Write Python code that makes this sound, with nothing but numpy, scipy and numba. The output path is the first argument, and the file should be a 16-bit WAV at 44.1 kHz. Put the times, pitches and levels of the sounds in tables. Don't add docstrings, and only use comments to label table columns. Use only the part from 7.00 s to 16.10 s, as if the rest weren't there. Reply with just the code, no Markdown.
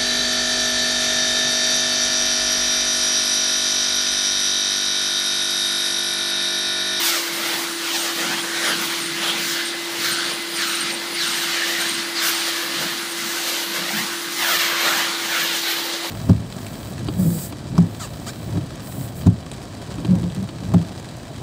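import sys
import numpy as np
from scipy import signal
from scipy.fft import rfft, irfft
from scipy.io import wavfile
from scipy.ndimage import uniform_filter1d, map_coordinates
from numba import njit

SR = 44100
rng = np.random.default_rng(int(sys.argv[2]) if len(sys.argv) > 2 else 0)


def store_pcm(level_fs):
    pcm = np.round(np.clip(level_fs, -1, 1) * 32767).astype(np.int16)
    wavfile.write(sys.argv[1], SR, np.atleast_2d(pcm).T)


N = 401310

# f/Hz, width/Hz, relative level/dB
RUSH_BANDS = [(535, 257, -1.4), (882, 470, 0.86)]
ROAR_BANDS = [(1460, 680, 0.5), (2060, 1070, 0)]
JET_BANDS = [(3000, 1060, -1.2), (4150, 2100, 0.71)]
HISS_BANDS = [(5770, 2900, 4.5), (7320, 3100, -2), (8880, 1300, -4)]
# t/s, rush/dB, roar/dB, jet/dB, hiss/dB
FLOW_DRIVE = [
    [(0.0, -37, -27, -27, -32), (0.07, -40, -27.5, -25, -25), (0.29, -39.5, -37.5, -33, -35),
     (0.53, -35.5, -27.5, -28.5, -34), (0.7, -40, -34, -40, -35), (0.77, -51, -43, -40, -37),
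     (0.81, -44, -36.5, -34, -37), (0.96, -37.5, -33, -25.5, -30.5), (0.98, -41, -40, -29.5, -31.5),
     (1.11, -38.5, -34, -30, -34), (1.14, -48, -45, -33, -42), (1.22, -36.5, -32, -30, -32),
     (1.39, -37, -28.5, -30.5, -35), (1.42, -55, -45, -36, -39), (1.44, -39, -29, -42, -40),
     (1.45, -35, -40, -33, -37), (1.48, -38, -36, -40, -34), (1.55, -38, -31.5, -33, -35),
     (1.63, -32, -28, -28, -32), (1.66, -31.5, -25, -26, -31), (1.74, -29, -26, -26, -35),
     (1.77, -42, -36, -31, -35), (1.84, -34, -28.5, -30, -32), (1.87, -42, -49, -32, -35),
     (1.9, -39, -30, -30, -36), (2.14, -55, -38, -35, -38), (2.23, -35, -26, -29, -37),
     (2.31, -38, -29, -27.5, -33), (2.34, -34.5, -30, -31.5, -41), (2.48, -49, -35.5, -28, -26.5),
     (2.58, -34, -33, -28.5, -38), (2.59, -48, -28, -29.5, -39), (2.71, -41, -43, -31.5, -38),
     (2.74, -39, -34, -40, -50), (2.78, -45, -52, -39, -41), (2.95, -40, -36, -39, -41),
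     (3.0, -43, -37, -32, -36)],
    [(3.0, -47, -38, -30, -37), (3.05, -40, -25.5, -25.5, -30), (3.13, -40, -30, -28.5, -32),
     (3.31, -39, -35, -28.5, -36), (3.35, -38, -40, -33, -50), (3.41, -54, -48, -40, -50),
     (3.48, -43, -48, -44, -48), (3.54, -43, -47, -35, -50), (3.57, -42, -48, -31, -32),
     (3.58, -40, -29, -30, -39), (3.63, -50, -29, -26, -31), (3.69, -43, -32, -31, -33),
     (3.84, -50, -31.5, -29.5, -37), (3.91, -40, -33.5, -28, -37), (3.93, -36, -46, -37, -42),
     (3.98, -39, -39, -36, -45), (4.12, -45, -40, -42, -49), (4.13, -41, -43, -36, -51),
     (4.19, -52.5, -31, -27.5, -37), (4.24, -44, -33, -27.5, -33), (4.84, -37, -29, -27, -34),
     (4.97, -55, -31, -31, -35), (5.0, -40, -30, -28, -35), (5.13, -44, -43, -39, -46),
     (5.18, -40, -28.5, -29.5, -32.5), (5.26, -42, -25.5, -26.5, -28), (5.36, -40, -34.5, -27, -32),
     (5.56, -42, -32, -28.5, -34), (5.66, -41, -35.5, -33.5, -41), (5.77, -39, -38.5, -28, -36),
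     (5.93, -37.5, -32, -29.5, -36), (5.96, -51, -45, -34, -38), (5.98, -39, -47, -30, -33),
     (6.0, -50, -33, -35, -50)],
    [(6.0, -45, -43, -34, -49), (6.02, -55, -33, -37, -39), (6.09, -41, -47, -42, -43),
     (6.23, -58, -37, -32, -34), (6.28, -42, -39, -32.5, -35), (6.56, -38, -35, -27.5, -33),
     (6.64, -44, -40, -33, -37), (6.65, -47, -46, -33.5, -46), (6.76, -39, -35, -32, -37),
     (6.9, -40, -33, -31.5, -37), (6.91, -34, -43, -38, -33), (6.95, -43, -28, -29.5, -33),
     (7.1, -34, -38, -35, -35), (7.12, -44, -31, -37, -34), (7.19, -57, -42, -51, -35),
     (7.3, -56, -37.5, -43, -39), (7.33, -57, -51, -44, -33), (7.42, -34, -26, -27.5, -30.5),
     (7.59, -36.5, -22, -23.5, -29.5), (7.75, -37, -29, -28.5, -37.5), (7.89, -30, -22.5, -24.5, -29),
     (8.04, -35, -23.5, -27.5, -33), (8.17, -39, -35.5, -31.5, -38), (8.28, -36, -31.5, -31, -34),
     (8.33, -35.5, -27, -28, -35), (8.41, -38, -22.5, -26.5, -32), (8.47, -38, -28.5, -26, -35),
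     (8.49, -38, -31, -25.5, -36), (8.58, -39, -35, -30, -31), (8.61, -46, -44, -32, -36),
     (8.63, -36, -34, -29.5, -35), (8.68, -38, -29, -27, -38), (8.76, -42, -30, -28.5, -37),
     (8.8, -39, -36, -30, -38), (8.88, -39.5, -42, -33.5, -39), (8.94, -39, -43, -29, -34),
     (9.0, -45, -47, -41, -45), (9.06, -37, -43, -31, -41), (9.1, -43, -52, -45, -45)],
]
# t/s, low f/Hz, level within roar/dB, high f/Hz, level within jet/dB
GLIDING_PEAKS = [(0, 2130, -6, 3600, 0), (.3, 2060, -2, 3900, -4), (.55, 1790, -12, 3470, -2),
                 (.85, 2010, -11, 4100, -9), (1.1, 1690, -2, 3170, -13), (1.36, 1730, -12, 3080, -4),
                 (1.56, 1800, 1, 4320, -2), (1.64, 2000, -11, 3770, -13), (1.72, 1700, -12, 3100, -5),
                 (1.95, 2130, -8, 3830, -9), (2.18, 1980, -6, 3620, -9), (2.3, 1370, -1, 3120, 5),
                 (2.45, 1550, -1, 4360, -14), (2.58, 1610, -2, 4160, -5), (2.8, 2010, -13, 4000, -14),
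                 (3.02, 2000, -6, 4530, -6), (3.12, 1530, -1, 4120, 2), (3.25, 1570, 8, 4440, -1),
                 (3.35, 2000, -13, 4930, -10), (3.57, 2040, 5, 4900, -1), (3.62, 1750, -2, 4200, -3),
                 (3.68, 1400, 1, 3900, 1), (3.76, 1360, -5, 3650, -1), (3.84, 1400, -2, 4280, -1),
                 (3.91, 1550, -6, 5260, -5), (4.17, 2150, 4, 4700, -2), (4.2, 1850, 0.5, 4300, 1),
                 (4.24, 1500, -5, 3700, -1), (4.3, 1340, -8, 3720, -12), (4.38, 1810, -1, 4100, -7),
                 (4.45, 1520, -2, 4000, -5), (4.54, 1630, -6, 4300, -3), (4.62, 1760, 3, 3900, -14),
                 (4.68, 1800, -6, 3800, -9.5), (4.74, 1970, 6.5, 3820, -9), (4.96, 1640, -17, 4120, -3),
                 (5.14, 2300, -10, 5000, -4), (5.17, 1980, -5, 4720, 8), (5.22, 1570, -7, 3600, -2),
                 (5.28, 1400, -4, 3500, -8), (5.47, 1690, -7, 4200, -17), (5.75, 1770, 4, 4050, -8),
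                 (6.1, 1830, -7, 4170, -9), (6.55, 1540, -9, 4100, -14), (6.97, 1790, -3, 4000, -11),
                 (7.3, 1670, -7, 3900, -8), (7.42, 1950, -3, 3300, 1), (7.5, 1510, -6, 3180, -5),
                 (7.58, 1750, -6, 3960, -5), (7.72, 1630, -6, 3220, -13), (7.8, 1650, -4, 4100, -5),
                 (7.87, 1700, -13, 3760, 2), (7.93, 1650, -12, 3500, -6), (8.03, 1600, -11, 3200, -2),
                 (8.12, 1400, -9, 4000, 0), (8.25, 1500, -12, 3600, -9), (8.36, 1340, -2, 3250, -6),
                 (8.44, 1700, -7, 3700, -6), (8.7, 1610, -14, 4130, 1), (9.1, 1770, -5, 4000, -16)]
# t/s, low/dB, middle/dB, high/dB
SIZZLE_LEVELS = [(0.0, -40, -39, -35), (0.05, -31, -27, -30), (0.1, -33, -25.5, -27), (0.12, -43, -35, -35),
                 (0.25, -42, -38, -42), (0.56, -37, -41, -39), (0.81, -42, -47, -48), (0.94, -42, -40, -35),
                 (1.06, -47, -41, -43), (1.54, -38, -48, -44), (1.7, -33, -40, -43), (1.8, -41, -45, -44),
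                 (1.82, -36, -40, -35), (1.98, -43, -45, -49), (2.23, -42, -48, -47), (2.28, -35, -41, -43),
                 (2.36, -43, -50, -43), (2.48, -35, -38, -36), (2.74, -47, -54, -54), (2.99, -43, -49, -45),
                 (3.09, -35, -34, -29), (3.17, -45, -47, -50), (3.4, -44, -53, -50), (3.6, -42, -46, -45),
                 (3.67, -41, -40, -38), (3.85, -44, -48, -51), (4.16, -43, -46, -48), (4.43, -40, -36, -39),
                 (4.64, -44, -47, -47), (4.74, -43, -37, -41), (5.14, -41, -49, -54), (5.19, -41, -46, -45),
                 (5.25, -33, -34, -33), (5.3, -36, -34, -30), (5.35, -43, -39, -40), (5.62, -42, -38, -44),
                 (5.93, -41, -42, -37), (6.03, -40, -48, -49), (6.16, -43, -47, -47), (6.26, -44, -43, -35),
                 (6.51, -38, -34.5, -44), (6.82, -44, -38, -44), (6.97, -42, -37, -34),
                 (7.07, -38, -45, -43), (7.27, -41, -51, -44), (7.45, -33, -41, -32), (7.58, -44, -27, -34),
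                 (7.78, -49, -41, -43), (7.83, -42, -32, -36), (7.98, -35, -33, -33), (8.11, -43, -48, -45),
                 (8.44, -40, -36, -34), (8.46, -48, -38, -41), (8.72, -47, -35, -37), (9.02, -49, -50, -47),
                 (9.1, -45, -41, -40)]
SIZZLE_EDGES = [9450, 11200, 13600, 16500]
SIZZLE_GAINS = [-2.2, -1.5, 3]
# t/s, echo delay/ms, rumble of the next stroke/dB, echo share/0-1
HAND_TURNS = [(-.05, 0.92, -46.5, 0.3), (.27, 1.9, -41.5, 0.44), (.78, 0.64, -44.5, .35),
              (1.13, 1.6, -39.5, 0.56), (1.6, 0.5, -38, 0.3), (1.93, .9, -40, 0.4),
              (2.28, 0.28, -40.5, 0.27), (2.57, 0.6, -43.5, 0.38), (2.9, 0.35, -39, 0.2),
              (3.17, 0.62, -41.5, 0.3), (3.47, 0.22, -43, 0.06), (3.75, 0.75, -40.5, 0.3),
              (4.04, 0.22, -44, 0.38), (4.62, 1.7, -42, 0.42), (5.12, 0.4, -45, 0.14),
              (5.63, 1.84, -42, 0.5), (6.1, 0.66, -46, .15), (6.65, 2.04, -42.5, 0.53),
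              (7.22, 0.67, -43, 0.72), (7.71, 1.95, -41, 0.4), (8.15, 0.82, -44.5, 0.44),
              (8.68, 2.53, -47, 0.5), (9.04, 1.7, -46, 0.3), (9.3, 2, -48, .15)]
# f/Hz, width/Hz, relative level/dB
DRAG_BANDS = [(159, 38, -5.5), (211.5, 66, -2), (274, 144, -1)]
# t/s, shaft f/Hz, shaft level/dB, blade level/dB
MOTOR_TONES = [(0, 340, -35, -45), (.6, 337, -34.5, -42), (1.6, 337.6, -34.5, -58),
               (1.9, 337.5, -35, -42.5), (2.7, 340.2, -34.5, -40), (3.08, 341, -35.5, -46),
               (3.35, 340.6, -36, -39), (3.6, 338.7, -36.5, -46), (3.9, 340, -36.5, -39.5),
               (4.3, 341.7, -37, -44), (4.7, 340, -35.5, -39), (5.4, 336.8, -35.5, -45),
               (5.9, 340, -36.5, -43), (6.5, 340.4, -37.5, -44), (7.1, 341.8, -37.5, -47),
               (7.45, 342, -37.5, -40), (7.9, 339.3, -36.5, -46), (8.3, 336.7, -37.5, -57),
               (9.1, 337.4, -36.5, -42)]
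# t/s, level/dB
HUM_LEVELS = [(0, -48), (6.1, -53), (7.3, -44.5), (7.7, -62), (8.6, -59), (8.9, -46), (9.1, -63)]
# f/Hz, relative level/dB
FAN_COLOUR = [(18, -87), (30, -62), (70, -38), (168, -17.5), (255, -16), (339, -5.5), (418, -14),
              (502, -12), (1760, -5), (2530, -8.5), (4050, -4.5), (4800, -8), (5500, -13.5), (7000, -14),
              (10000, -18), (13000, -27), (15300, -22)]
# start t/s, length/s, level/dB, f/Hz
SLOT_CHIRPS = [(.33, .06, -45, 9330), (.7, .08, -44, 9400), (.98, .07, -37, 8800), (1.395, 0.05, -37, 9250),
               (1.87, .06, -38, 8820), (2.005, 0.091, -35, 8700), (2.64, 0.059, -36.5, 8850),
               (2.727, .03, -41, 8800), (2.98, .074, -42, 9000), (3.115, 0.039, -29.5, 8700),
               (3.165, .04, -41, 9000), (3.226, .05, -40, 8860), (3.31, 0.052, -41, 9100),
               (3.532, 0.087, -39, 8900), (3.673, 0.094, -38, 8960), (3.776, .02, -38, 9500),
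               (3.8, 0.035, -29.5, 8750), (3.877, 0.076, -41, 8970), (4.136, 0.02, -30, 9120),
               (4.242, 0.17, -36, 8800), (4.43, 0.082, -42, 8800), (4.544, 0.026, -49, 8800),
               (4.8, 0.16, -36, 8800), (5.01, 0.036, -47, 8950), (5.332, 0.14, -35, 8800),
               (5.75, .05, -44, 8800), (6.08, .05, -44, 8750)]
# t/s, half length/s, level/dB
SCRAPE_SWELLS = [(1.3, .07, -40), (1.66, 0.078, -45), (2.262, 0.058, -41), (4.962, 0.04, -39),
                 (5.82, 0.059, -37), (6.25, 0.047, -40), (6.812, 0.032, -40), (6.995, 0.05, -32)]
# f/Hz, width/Hz, relative level/dB
SCRAPE_BANDS = [(169, 60, 1), (211, 31, 2.5)]

TIME = np.arange(N) / SR


def undb(db):
    return 10 ** (np.asarray(db) / 20)


def unit(x):
    return x / np.sqrt(np.mean(x ** 2))


def curves(table):
    times, *columns = np.transpose(table)
    return [np.interp(TIME, times, column) for column in columns]


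def wobble(rate):
    hold = int(SR / rate)
    steps = np.repeat(rng.standard_normal(N // hold + 1), hold)
    return unit(uniform_filter1d(uniform_filter1d(steps, hold), hold)[:N])


@njit
def bandpass(x, hz, width):
    y, band, low = np.empty(len(x)), 0., 0.
    for i in range(len(x)):
        tuning, damping = np.tan(np.pi * hz[i] / SR), width / hz[i]
        passed = (band + tuning * (x[i] - low)) / (1 + tuning * (tuning + damping))
        band, low = 2 * passed - band, low + 2 * tuning * passed
        y[i] = damping * passed
    return y


def noise_bands(bands, flicker_db, rate, drift, gust_db=0):
    total = 0
    for hz, width, db in bands:
        centre = np.minimum(hz * (1 + drift * wobble(3)), .45 * SR)
        band = bandpass(rng.standard_normal(N), centre, float(width))
        band = bandpass(band, centre, 1.41 * width)
        total += unit(band) * undb(db + flicker_db * wobble(rate))
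    return unit(total * undb(gust_db))


def slot_flow():
    usual_flow_db, usual_sizzle_db = -30, -44
    rush_db, roar_db, jet_db, hiss_db = np.array(curves(np.vstack(FLOW_DRIVE))) - usual_flow_db
    low_hz, low_db, high_hz, high_db = curves(GLIDING_PEAKS)
    low_peak, high_peak = (low_hz, 190, low_db), (high_hz, 520, high_db)
    sizzle_db = curves(SIZZLE_LEVELS)
    gust = wobble(40)
    roar = noise_bands(ROAR_BANDS + [low_peak], flicker_db=1.8, rate=16, drift=.04, gust_db=.89 * gust)
    rush = noise_bands(RUSH_BANDS, flicker_db=.57, rate=16, drift=.012, gust_db=1.9 * gust)
    jet = noise_bands(JET_BANDS + [high_peak], flicker_db=.42, rate=22, drift=.013, gust_db=.52 * gust)
    hiss = noise_bands(HISS_BANDS, flicker_db=.4, rate=15, drift=.041, gust_db=1.05 * gust)
    roar *= undb(-28.5 + .78 * roar_db)
    rush *= undb(-29.5 + rush_db)
    jet *= undb(-29 + jet_db)
    hiss *= undb(-29.5 + .78 * hiss_db + .17 * (sizzle_db[1] - usual_sizzle_db))
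    slot = roar + rush + jet + hiss + sizzle(sizzle_db, 1.04 * gust)
    return slot - .19 * bandpass(slot, hz=np.full(N, 2560.), width=120.)


def sizzle(levels_db, gust_db):
    total = 0
    for low, high, gain_db, db in zip(SIZZLE_EDGES, SIZZLE_EDGES[1:], SIZZLE_GAINS, levels_db):
        band_filter = signal.butter(2, [low, high], "band", fs=SR, output="sos")
        band = signal.sosfilt(band_filter, rng.standard_normal(N))
        total += unit(band) * undb(gain_db + db + 1.4 * wobble(18) + gust_db)
    return total


def hand_strokes():
    times, delay_ms, rumble_db, _ = np.transpose(HAND_TURNS)
    place = np.interp(TIME, times, np.arange(len(times)))
    stroke = np.minimum(place.astype(int), len(times) - 2)
    angle = np.pi * (place - stroke)
    eased_ms = delay_ms[stroke] + np.diff(delay_ms)[stroke] * (1 - np.cos(angle)) / 2
    return eased_ms, np.abs(np.sin(angle)), rumble_db[stroke]


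def wall_echo(sound):
    far_hz, near_hz, dull_ms, patchy_db = 3600, 6500, 1.1, 1.5
    delay_ms = hand_strokes()[0] * (1 + .03 * wobble(12))
    far, near = (signal.sosfiltfilt(signal.butter(2, hz, fs=SR, output="sos"), sound)
                 for hz in (far_hz, near_hz))
    crisp = np.exp(-(delay_ms / dull_ms) ** 2)
    read_at = np.arange(N) - delay_ms * SR / 1000
    echo = map_coordinates(far + crisp * (near - far), [read_at], order=3, mode="nearest")
    share = curves(HAND_TURNS)[-1]
    return share * undb(patchy_db * wobble(6)) * echo


def carpet_drag():
    _, speed, db = hand_strokes()
    swell = undb(db) * (undb(-28) + speed ** .29)
    rumble = noise_bands(DRAG_BANDS, flicker_db=1.95, rate=11, drift=.032)
    return rumble * uniform_filter1d(swell, SR // 30)


def motor():
    blades, hum_hz, air_db = 6, 300, -29.5
    hz, shaft_db, blade_db = curves(MOTOR_TONES)
    angle = 2 * np.pi * np.cumsum(hz * (1 + .0013 * wobble(14))) / SR
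    jitter = .7 * wobble(60)
    shaft = undb(shaft_db + .12 * wobble(2.7)) * np.sin(angle)
    blade = undb(blade_db + 2.5 * wobble(40)) * np.sin(blades * angle + jitter)
    hum = undb(curves(HUM_LEVELS)[0]) * np.sin(2 * np.pi * hum_hz * TIME)
    fan_hz, fan_db = np.transpose(FAN_COLOUR)
    log_hz = np.log(np.arange(1, N // 2 + 2) * SR / N)
    colour = undb(np.interp(log_hz, np.log(fan_hz), fan_db))
    air = unit(irfft(rfft(rng.standard_normal(N)) * colour, N))
    return np.sqrt(2) * (shaft + blade + hum) + undb(air_db) * air


def gate(start, end, fade_s):
    return np.clip(np.minimum(TIME - start, end - TIME) / fade_s + .5, 0, 1)


def slot_whistle():
    faint_db, faint_hz = -51, 9050.
    gain = gate(.3, 6.2, fade_s=.05) * undb(faint_db + 4 * wobble(21))
    hz = np.full(N, faint_hz)
    for start, length, db, chirp_hz in SLOT_CHIRPS:
        chirp = gate(start, start + length, fade_s=.013)
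        gain += chirp * undb(db)
        hz += chirp * (chirp_hz - hz)
    centre = hz * (1 + .011 * wobble(110) + .007 * wobble(30))
    tone = bandpass(rng.standard_normal(N), centre, width=240.)
    tone = bandpass(tone, centre, width=500.)
    return unit(tone * undb(2.8 * wobble(80))) * gain


def carpet_scrapes():
    swells = sum(np.exp(-.5 * ((TIME - at) / half_s) ** 2) * undb(db) for at, half_s, db in SCRAPE_SWELLS)
    return noise_bands(SCRAPE_BANDS, flicker_db=.45, rate=11, drift=.039) * swells


def scene():
    slot = slot_flow()
    mono = slot + wall_echo(slot) + slot_whistle() + carpet_drag() + carpet_scrapes() + motor()
    return np.array([mono, mono])


def record(dry):
    top_hz = 15310
    return signal.sosfilt(signal.ellip(16, .3, 80, top_hz, fs=SR, output="sos"), dry)


dry = scene()
out = record(dry)
store_pcm(out)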